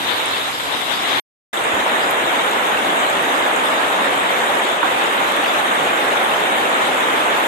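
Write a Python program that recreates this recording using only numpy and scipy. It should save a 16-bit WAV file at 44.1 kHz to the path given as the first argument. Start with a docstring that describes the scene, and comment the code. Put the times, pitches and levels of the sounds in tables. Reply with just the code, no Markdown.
"""Heavy rain on road, lawn and vines, heard from a porch through two ports 0.16 m apart.
First a windy spot: roar wavering left and right, treble spray, low wind; then silence for a third of a second.
A steadier spot follows: the roar starts soft and settles, with a low thump soon after, then porch knocks;
it dips briefly once. Close ticks fall at both spots. Rain is dense noise splashes from sixteen directions,
coloured by band; nearer drops are decaying sines, knocks and ticks noise bursts through resonances."""
import sys
import numpy as np
from scipy import signal
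from scipy.fft import rfft, irfft, next_fast_len
from scipy.io import wavfile
from scipy.ndimage import uniform_filter1d

SR = 44100
rng = np.random.default_rng(int(sys.argv[2]) if len(sys.argv) > 2 else 0)


def bounce(signal):
    """Save signal as a 16-bit WAV file at the path given by the first command-line argument."""
    frames = np.transpose(np.atleast_2d(signal))
    limited = np.clip(frames, -1, 1)
    pcm = np.round(limited * 32767).astype(np.int16)
    wavfile.write(sys.argv[1], SR, pcm)


N = 329427
T_S = np.arange(N) / SR

PORT_GAP_M, SOUND_M_PER_S = 0.1582, 343
SILENT_FROM_S, SILENT_TO_S = 1.199, 1.529
WINDY = T_S < SILENT_TO_S


def undb(db):
    """Amplitude gain of a level in dB."""
    return 10 ** (np.asarray(db) / 20)


def unit(x):
    """Scale to RMS 1, both ports together."""
    return x / np.sqrt(np.mean(x ** 2))


def read(table):
    """Columns of a time table, interpolated to one value a sample."""
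    time_s, *columns = np.transpose(table)
    return [np.interp(T_S, time_s, column) for column in columns]


def colour(hz, table):
    """Gains of (Hz, dB, ..) points on a log-frequency axis."""
    table_hz, *columns_db = np.transpose(table)
    return undb([np.interp(np.log(hz + 1), np.log(table_hz), db) for db in columns_db])


def sides(pan_db):
    """Left and right gains of a left-minus-right level."""
    return undb(np.array([pan_db, -pan_db]) / 2)


def walk(changes_per_s):
    """Random levels, held and slewed twice; spread near 1."""
    hold = int(SR / changes_per_s)
    held = np.repeat(rng.standard_normal(N // hold + 1), hold)
    slewed = uniform_filter1d(uniform_filter1d(held, hold), hold)
    return 0.87 * slewed[:N]


def bump(middle_s, half_length_s):
    """One smooth rise and fall, height 1."""
    phase = np.clip((T_S - middle_s) / half_length_s, -1, 1)
    return np.cos(np.pi / 2 * phase) ** 2


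def band(hz, width_hz):
    """Bandpass resonance, top edge held below Nyquist."""
    edges_hz = [hz - width_hz / 2, min(hz + width_hz / 2, SR / 2.2)]
    return signal.butter(2, edges_hz, "band", fs=SR, output="sos")


def sizes(chance, spread_db):
    """Drop sizes in dB: many small, few big; the largest break up in the air."""
    return spread_db * np.minimum(-np.log(1 - chance), 4)


def levels():
    """Gains of the roar at each port and of the spray: gusty at first, then settling to a steady pour."""
    # roar at the windy spot, slow course: (time [s], level [dB], left minus right [dB])
    roar_windy_spot = [(0, -21, -2.5), (.3, -20.5, -3.5), (.56, -23.5, -3), (.86, -24, -1.5),
                       (.95, -21.5, -3), (1.13, -17.5, 2), (1.195, -18.5, -1.5)]
    # gusts shifting the roar between ports: (middle [s], half length [s], left [dB], right [dB])
    gust_table = [(.105, 0.068, 5.5, 0), (.19, 0.14, 1, 1.5), (0.375, 0.07, 3, 1.5), (0.477, 0.04, 2, 1.5),
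                  (0.604, 0.015, 6, -1), (0.658, 0.046, 1, 3), (0.74, 0.1, 6, 2), (0.787, 0.058, -2.5, 3),
                  (0.823, 0.04, 5, -0.5), (0.906, 0.074, 5.5, 0.5)]
    steady_roar_db, steady_pan_db, steady_rise_db_per_s = -17, -1, 0.0931
    windy_spray_db, steady_spray_db = -31.5, -33
    settle_db, settle_s = -5.5, 0.08
    dip_s, dip_half_length_s, dip_db = 4.8, 0.097, -2.5

    windy_db, windy_pan_db = read(roar_windy_spot)
    gusts_db = sum(np.outer(port_db, bump(s, half_s)) for s, half_s, *port_db in gust_table)
    windy_roar = undb(windy_db + gusts_db) * sides(windy_pan_db)

    since_s = T_S - SILENT_TO_S
    course_db = dip_db * bump(dip_s, dip_half_length_s) + steady_rise_db_per_s * since_s
    settling_db = settle_db * np.exp(-np.abs(since_s) / settle_s)
    steady_roar = undb(steady_roar_db + course_db + settling_db) * sides(steady_pan_db)[:, None]

    roar = np.where(WINDY, windy_roar, steady_roar)
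    # the spray does not settle
    spray = undb(np.where(WINDY, windy_spray_db, steady_spray_db + course_db))
    return roar, spray


def wind(level_db=-45, centre_hz=130, gust_db=2.):
    """Low buffeting at the windy spot: band noise, unrelated at the two ports."""
    edges_hz = [centre_hz / 1.7, centre_hz * 1.5]
    low_band = signal.butter(3, edges_hz, "band", fs=SR, output="sos")
    low = signal.sosfilt(low_band, rng.standard_normal((2, N)))
    gusts = undb(gust_db * np.array([walk(19), walk(14)]))
    return unit(low * gusts) * undb(level_db) * WINDY


def fizz(per_s=120, level_db=-39, spread_db=3, fade_s=0.0038):
    """Small droplets ticking on leaves near each port: fading treble noise splashes."""
    chance = rng.random((2, 2, N))
    drops = (chance[0] < per_s / SR) * undb(sizes(chance[1], spread_db))
    fade = signal.lfilter([1], [1, -np.exp(-1 / fade_s / SR)], drops)
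    splash = fade * rng.standard_normal((2, N))
    return undb(level_db) * signal.sosfilt(band(10500, 6000), splash)


def patter(roar, count=2000, level_db=-4, spread_db=2.5, low_hz=750, octaves=2.306, cycles=4.6, hollow_gain=3.3):
    """Nearer drops on leaves, boards and puddles: each swells softly and rings, longer on hollow things."""
    out, t_s = np.zeros((2, N)), np.arange(int(.07 * SR)) / SR
    port_sign = np.array([[1], [-1]])
    for when, pitch, size, angle, hollow in rng.random((count, 5)):
        hz = low_hz * 2 ** (octaves * pitch)
        slant = np.cos(np.pi * angle)
        delay_s = (1 + slant * port_sign) * PORT_GAP_M / 2 / SOUND_M_PER_S
        late_s = np.maximum(t_s - delay_s, 0)
        age = late_s * hz / (cycles * (1 + hollow_gain * hollow ** 2))
        swell = 1 - np.exp(-6 * age)
        ring = np.sin(2 * np.pi * hz * late_s) * np.exp(-2 * age) * swell
        i = int(when * (N - len(t_s)))
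        out[:, i:i + len(t_s)] += ring * undb(sizes(size, spread_db))
    highpass = signal.butter(2, low_hz / 2, "high", fs=SR, output="sos")
    return signal.sosfilt(highpass, out) * roar * undb(level_db)


def drips(table, fade_s, width_share, strike):
    """Each drop is a strike and a sharp burst of noise ringing one broad resonance."""
    out, t_s = np.zeros((2, N)), np.arange(int(.15 * SR)) / SR
    for s, peak_db, hz, pan_db in table:
        noise = rng.standard_normal((2, len(t_s))) * np.exp(-t_s / fade_s)
        push = noise + strike * (t_s == 0)
        ring = band(hz, width_share * hz)
        burst = signal.sosfilt(np.r_[ring, ring], push)
        burst = burst / np.abs(burst).max() * undb(peak_db) * sides(pan_db)[:, None]
        i = int(s * SR)
        out[:, i:i + len(t_s)] += burst[:, :N - i]
    return out


def downpour(size, per_s=500, spread_db=3.5, splash_s=0.0045, far_db=4):
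    """Spectra at both ports of drops from sixteen directions (per_s each), over a far even wash."""
    hz = np.arange(size // 2 + 1) * SR / size
    out = 0
    for turn in range(16):
        chance = rng.random((2, N))
        drops = (chance[0] < per_s / SR) * undb(sizes(chance[1], spread_db))
        # each drop is a splash that fades
        power = signal.lfilter([1], [1, -np.exp(-2 / splash_s / SR)], drops ** 2)
        envelope = np.sqrt(power / power.mean() + undb(2 * far_db))
        splashes = envelope * rng.standard_normal(N)
        # a slanting wave reaches one port before the other
        slant = np.cos(np.pi * (turn + .3) / 16)
        lag = np.exp(1j * np.pi * hz * slant * PORT_GAP_M / SOUND_M_PER_S)
        out = out + rfft(splashes, size) * np.array([lag, 1 / lag])
    return hz, out


def rain(roar, spray, split_hz=4740):
    """The downpour in bands, each flickering alone, with a swaying bass; roar below the split, spray above."""
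    # rain as each port colours it, relative: (frequency [Hz], left [dB per Hz], right [dB per Hz])
    port_colour = [(30.4, -42, -42), (45, -36.5, -37), (70.6, -26, -28), (126, -21.5, -22), (271, -5, -6),
                   (423, -3.5, -5), (530, -1.5, -1.5), (770, .5, -0.5), (1210, -1.5, -1.5),
                   (1830, -5.5, -3), (2580, -8.5, -10.5), (3680, -7, -16), (4360, -24, -28.5),
                   (5550, -30, -25.5), (7000, -18.5, -24.5), (8530, -23.5, -19.5), (9800, -29, -29),
                   (11600, -29.5, -24.5)]
    # windy spot, less roof boom and more splash: (frequency [Hz], left [dB], right [dB])
    windy_colour = [(130, -4, -10.5), (263, -1.5, 0), (522, -2.5, -5), (875, -1.5, -2), (2020, 3, -3),
                    (2780, 2.5, 2), (3960, 7, 11.5), (4016, 7, 15), (4880, 10, 6), (5630, 3.5, 5),
                    (6920, 1, -1), (12030, -0.5, 3.5)]
    # flicker of each band: (frequency [Hz], depth [dB], rate [changes per s])
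    flicker_table = [(60, 3.5, 14), (204, 1, 25), (725, 0.45, 35), (1500, 1.6, 35), (3000, 1.5, 35),
                     (4500, 4.5, 35), (8950, 2.5, 35), (12600, 3, 20)]
    bass_sway_db, bass_sway_per_s, bass_hz = 4.5, 18, 120

    size = next_fast_len(N)
    hz, field = downpour(size)
    field = field * colour(hz, port_colour)
    octave = np.log2(hz + 1)
    # band centres in octaves re 1 Hz, closer in the treble
    centres = np.r_[np.arange(4.5, 10, .5), np.arange(10, 11, .25), np.arange(11, 14, .125)]
    at_hz, depths_db, rates_per_s = np.transpose(flicker_table)
    at_octave = np.log2(at_hz)
    sway_db = bass_sway_db * walk(bass_sway_per_s)
    parts = np.zeros((2, 2, N))  # (roar or spray, port, sample)
    for k, centre in enumerate(centres):
        centre_hz = 2 ** centre
        band_share = np.interp(octave, centres, np.arange(len(centres)) == k)
        x = irfft(field * band_share, size)[:, :N]
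        depth_db = np.interp(centre, at_octave, depths_db)
        flicker_db = depth_db * walk(np.interp(centre, at_octave, rates_per_s))
        bass_share = 1 / (1 + (centre_hz / bass_hz) ** 4)
        x = x * undb(flicker_db + sway_db * bass_share)
        spot_gain = np.where(WINDY, colour(centre_hz, windy_colour)[:, None], 1)
        parts[int(centre_hz > split_hz)] += x * spot_gain
    for part in parts:
        for spot in (WINDY, ~WINDY):
            part[:, spot] = unit(part[:, spot])
    return parts[0] * roar + parts[1] * spray


def scene():
    """Sum of wind, droplets, patter, single drips, thump and the rain itself."""
    # heavy drips on the porch: (time [s], peak [dB], ring [Hz], left minus right [dB])
    knock_table = [(1.859, -13, 830, -1.5), (2.4488, -14, 1450, -1), (3.33, -12, 1500, -3),
                   (3.781, -13, 890, -1), (3.986, -10, 1150, .5), (4.043, -13, 1850, -3),
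                   (4.83, -3.5, 1300, -6), (4.8435, -12, 930, 2), (5.461, -12, 1850, 0),
                   (5.586, -13, 830, -2), (5.886, -13, 2020, 3), (6.157, -10, 1300, -2),
                   (6.761, -14, 2390, 0), (6.821, -13, 720, -.5), (7.087, -14, 860, -2),
                   (7.383, -12, 900, -.5)]
    # drops splashing close by: (time [s], peak [dB], centre [Hz], left minus right [dB])
    tick_table = [(.258, -17, 8800, 0), (.3077, -27, 11800, -5), (1.5718, -15, 3520, 5),
                  (1.6392, -20, 8500, -3), (2.108, -19, 12100, -9), (2.1104, -22, 12000, -9),
                  (2.5112, -20, 7400, 0), (2.511, -25, 12000, -4.5), (3.0984, -23, 12100, -2),
                  (3.0986, -20, 7600, -2), (3.5618, -18, 7300, -3), (4.1316, -23, 8400, 1),
                  (4.1574, -28, 12000, -2.5), (4.581, -28, 12000, -6), (5.0377, -24, 7100, 2),
                  (5.1312, -28, 12000, -6), (5.3633, -26, 12000, -5), (5.6176, -28, 12000, -4),
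                  (5.715, -16, 2900, 3.5), (5.866, -17, 2700, 6), (6.2572, -17, 3210, 3.5),
                  (6.4573, -26, 12000, -3.5), (6.5665, -24, 12000, -6), (6.7418, -24, 8700, -1),
                  (7.004, -27, 12000, -7), (7.4315, -28, 12000, -2.5)]
    # one low thump soon after the sound resumes: (time [s], peak [dB], centre [Hz], left minus right [dB])
    thump_table = [(1.731, -28, 130, 0)]
    roar, spray = levels()
    knocks = drips(knock_table, fade_s=.02, width_share=.7, strike=-12)
    ticks = drips(tick_table, fade_s=.009, width_share=.22, strike=14)
    thump = drips(thump_table, fade_s=.003, width_share=1.1, strike=-28)
    return wind() + fizz() + patter(roar) + thump + ticks + knocks + rain(roar, spray)


def record(dry, top_hz=13020):
    """Sound drops out in 1 ms and returns in 4 ms; peaks clip at 0.96, then the top is cut steeply."""
    fall = (SILENT_FROM_S - T_S) / .001
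    rise = (T_S - SILENT_TO_S) / .004
    on = np.clip(np.maximum(fall, rise), 0, 1)
    clipped = np.clip(dry * on, -.96, .96)
    lowpass = signal.ellip(12, .3, 75, top_hz, fs=SR, output="sos")
    return signal.sosfilt(lowpass, clipped)


dry = scene()
out = record(dry)
bounce(out)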